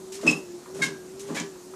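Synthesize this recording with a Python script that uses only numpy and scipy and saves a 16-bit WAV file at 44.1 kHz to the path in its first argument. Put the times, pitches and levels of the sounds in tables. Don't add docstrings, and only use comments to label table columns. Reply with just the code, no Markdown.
import sys
import numpy as np
from scipy import signal
from scipy.fft import rfft, irfft
from scipy.io import wavfile
from scipy.ndimage import uniform_filter1d

SR = 44100
rng = np.random.default_rng(int(sys.argv[2]) if len(sys.argv) > 2 else 0)


def unload_wav(signal):
    wavfile.write(
        sys.argv[1],
        SR,
        np.round(np.clip(np.atleast_2d(signal).T, -1, 1) * 32767).astype(np.int16),
    )


def voltage_ratio(level):
    return 10 ** (np.asarray(level, float) / 20)


N = 77175
STEP_SAMPLES = 8000

# time in seconds, pitch in Hz, level in dB.
MOTOR_WHINE = [(0, 374, -42), (0.122, 378, -41.5), (.24, 406, -37.5), (.3, 412, -55), (0.361, 400, -39.5),
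               (.472, 352, -45), (.55, 352, -36.5), (.645, 360, -57), (.68, 366, -43.5), (.8, 395, -36),
               (.85, 405, -47.5), (.91, 393, -40), (1.032, 362, -45.5), (1.332, 410, -38), (1.39, 412, -59),
               (1.451, 398, -38), (1.601, 354, -50), (1.75, 378, -43.5)]
# frequency in Hz, density in dB per Hz.
WASH_SPECTRUM = [(30, -9), (110, -14), (180, 1.5), (330, -0.5), (620, -8), (2900, -22), (7000, -15),
                 (14800, -30.5)]
# start in seconds, level in dB, length in seconds, tilt in dB per octave.
SCUFFS = [(0.118, -41.5, 0.043, 0), (0.208, -46.5, 0.049, -2), (0.263, -33.5, 0.044, -3.5),
          (0.328, -51, 0.06, 6), (0.744, -48, 0.09, 0), (0.818, -31, 0.028, -2.5),
          (1.191, -43.5, 0.017, 1.5), (1.267, -51, 0.071, -2), (1.225, -43.5, 0.054, -9),
          (1.344, -38, .03, -2), (1.362, -34, 0.043, -6.9)]
# frequency in Hz, density in dB per Hz.
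RUB_SPECTRUM = [(600, -24.5), (1500, -13), (3000, -7), (4500, -7.5), (6800, -2.5), (9000, -7.5),
                (12000, -17), (15000, -26.5)]
# start in seconds, level in dB, pitch in Hz, 60 dB decay in seconds.
KNOCKS = [
    (0.189, -46, 1050, 0.13),
    (.658, -43, 970, 0.1),
    (1.050, -58, 583, 0.037),
    (1.556, -46, 620, 0.077),
    (1.736, -44, 970, .1),
    (.312, -23, 6640, 0.025),
    (1.399, -25.5, 6700, 0.023),
]
# start in seconds, level in dB, length in seconds, slap level in dB.
THUDS = [(.228, -22, 0.033, -20.5), (0.264, -23, 0.023, -12), (.295, -30.5, 0.037, -12),
         (.340, -37, 0.02, -11.5), (.748, -35.5, 0.011, -15), (.790, -29, 0.022, -13.5),
         (.830, -36.5, 0.061, -10), (.900, -46, 0.032, -21), (1.285, -31.5, 0.037, -12),
         (1.314, -31, 0.016, -15.5), (1.385, -33.5, 0.028, -15), (1.350, -35.5, 0.012, -3.5),
         (1.420, -41, .02, -23)]
# frequency in Hz, width in Hz, level in dB.
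DECK_MODES = [(177.5, 33.7, 1), (239.3, 46, -3), (292.4, 37, 0), (470.4, 97, -9), (565.4, 141, -11)]
# start in seconds, level in dB, length in seconds, slip rate in Hz, jitter 0-1.
SQUEAKS = [
    (0.264, -29, 0.011, 2584, 0.07),
    (0.275, -12, 0.0076, 2562, 0.01),
    (0.285, -18.5, 0.0023, 2614, 0),
    (0.294, -21.5, 0.01, 2631, 0.02),
    (0.814, -21, .028, 537, 0.02),
    (1.345, -39, 0.017, 494, 0.05),
    (1.364, -32.5, 0.023, 567, 0.03),
    (1.39, -41.5, 0.02, 541, 0),
]
# frequency in Hz, level in dB.
SOLE_SPECTRUM = [(1610, -6), (2170, -1), (2560, -8.5), (2700, -21), (3240, -20.5), (3770, -13),
                 (5200, -25.5), (7700, -35)]
# frequency in Hz, 60 dB decay in seconds.
ROOM_DECAY = [(150, 0.25), (600, 0.33), (1600, 0.37), (2200, 0.19), (2600, 0.25), (5000, 0.27),
              (12000, 0.12)]


def evened(x):
    return x / np.sqrt(np.mean(x ** 2) + 1e-20)


def read(points, hz):
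    f, value = np.transpose(points)
    return np.interp(np.log(hz + 1), np.log(f + 1), value)


def add(mix, start_s, sound):
    part = mix[round(start_s * SR):][:len(sound)]
    part += sound[:len(part)]


def slow(size, top_hz):
    t = np.arange(size) / SR
    rates = np.geomspace(top_hz / 8, top_hz, 12)
    return sum(np.sin(2 * np.pi * (f * t + rng.random())) for f in rates) / np.sqrt(6)


def resonate(x, hz, width_hz):
    r = np.exp(-np.pi * width_hz / SR)
    poles = [1, -2 * r * np.cos(2 * np.pi * hz / SR), r * r]
    once = signal.lfilter([1, -1], poles, x)
    return evened(signal.lfilter([1, -1], poles, once))


def stroke(length_s, rise_s, fall_s):
    t = np.arange(STEP_SAMPLES) / SR
    rise = np.sin(np.pi / 2 * np.minimum(t / rise_s, 1)) ** 2
    return rise * np.exp(-np.maximum(t - length_s, 0) / fall_s)


def motor():
    wobble_hz, wobble_db = 1.13, 1.5
    t = np.arange(N) / SR
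    s, hz, db = np.transpose(MOTOR_WHINE)
    pitch = uniform_filter1d(np.interp(t, s, hz), size=1500) + wobble_hz * slow(N, 60)
    level = voltage_ratio(np.interp(t, s, db) + wobble_db * slow(N, 50))
    return np.sqrt(2) * level * np.sin(2 * np.pi * np.cumsum(pitch) / SR)


def wash():
    level_db, patch_db = -47.5, 1.5
    frames, hz = N // 256 + 5, np.fft.rfftfreq(1024, 1 / SR)
    a, b, patches = rng.standard_normal((frames, 513, 3)).T
    patches = uniform_filter1d(patches, size=12, axis=0)
    patches = evened(uniform_filter1d(patches, size=10, axis=1))
    gain = voltage_ratio(read(WASH_SPECTRUM, hz)[:, None] + patch_db * patches)
    x = signal.istft((a + 1j * b) * gain, nperseg=1024, noverlap=768)[1][:N]
    return voltage_ratio(level_db) * evened(x)


def scuff(level_db, length_s, tilt_db):
    hz = np.fft.rfftfreq(STEP_SAMPLES, 1 / SR)
    grit = rng.standard_normal(STEP_SAMPLES) * voltage_ratio(0.83 * slow(STEP_SAMPLES, 279))
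    colour = voltage_ratio(read(RUB_SPECTRUM, hz) + tilt_db * np.log2(hz / 5000 + 0.012))
    rub = evened(irfft(rfft(grit) * colour))
    return voltage_ratio(level_db) * stroke(length_s, 0.0052, 0.022) * rub


def knock(level_db, hz, t60_s):
    t = np.arange(STEP_SAMPLES) / SR
    ring = resonate(rng.standard_normal(STEP_SAMPLES), hz, 22 * np.sqrt(hz))
    rise = np.minimum(t / 0.001, 1)
    return voltage_ratio(level_db - 60 * t / t60_s) * rise * ring


def thud(level_db, length_s, slap_db):
    push = rng.standard_normal(STEP_SAMPLES) * voltage_ratio(1.95 * slow(STEP_SAMPLES, 90))
    body = sum(voltage_ratio(db) * resonate(push, hz, width_hz) for hz, width_hz, db in DECK_MODES)
    slap = voltage_ratio(slap_db) * resonate(push, hz=620, width_hz=795)
    return voltage_ratio(level_db) * stroke(length_s, 0.0033, 0.022) * (evened(body) + slap)


def squeak(level_db, length_s, slip_hz, jitter):
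    t = np.arange(STEP_SAMPLES) / SR
    glide = 0.0046 * (np.minimum(t / length_s, 1.5) - 0.5)
    rate = slip_hz * (1 + glide + jitter * slow(STEP_SAMPLES, 186))
    turns = np.cumsum(rate) / SR
    k = np.arange(1, 15)[:, None]
    hz = k * slip_hz
    low_loss_db = 28 * np.maximum(np.log2(1600 / hz), 0)
    gain = voltage_ratio(read(SOLE_SPECTRUM, hz) - low_loss_db) * (hz < SR / 5)
    tone = (gain * np.cos(2 * np.pi * (k * turns + rng.random(k.shape)))).sum(axis=0)
    level = voltage_ratio(level_db + 0.58 * slow(STEP_SAMPLES, 246))
    return level * stroke(length_s, 0.39 * length_s, 0.0038) * evened(tone)


def room(x):
    taps = np.zeros(SR // 2)
    at = np.arange(200, SR // 2 - 20, 20)
    taps[at + rng.integers(0, 20, len(at))] = rng.choice([-1., 1.], len(at))
    hz, t, z = signal.stft(taps, SR, nperseg=256)
    decay = voltage_ratio(-60 * t / read(ROOM_DECAY, hz)[:, None])
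    tail = signal.istft(z * decay, SR, nperseg=256)[1]
    return signal.fftconvolve(x, tail / np.linalg.norm(tail))[:N]


def scene():
    steps = np.zeros(N)
    for source, table in ((scuff, SCUFFS), (knock, KNOCKS), (thud, THUDS), (squeak, SQUEAKS)):
        for start_s, *settings in table:
            add(steps, start_s, source(*settings))
    steps = signal.sosfilt(signal.butter(6, 136, "high", fs=SR, output="sos"), steps)
    room_db = -7.5
    mono = steps + voltage_ratio(room_db) * room(steps) + motor() + wash()
    return np.array([mono, mono])


def low_pass(x):
    return signal.sosfilt(signal.butter(12, 14900, fs=SR, output="sos"), x)


def record(dry):
    x = signal.sosfilt(signal.butter(2, 51.5, "high", fs=SR, output="sos"), dry)
    band_limit = signal.firwin(511, 14900, window=("kaiser", 9), fs=SR)
    x = signal.oaconvolve(x, band_limit[None], "same")
    return low_pass(x)


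dry = scene()
out = record(dry)
unload_wav(out)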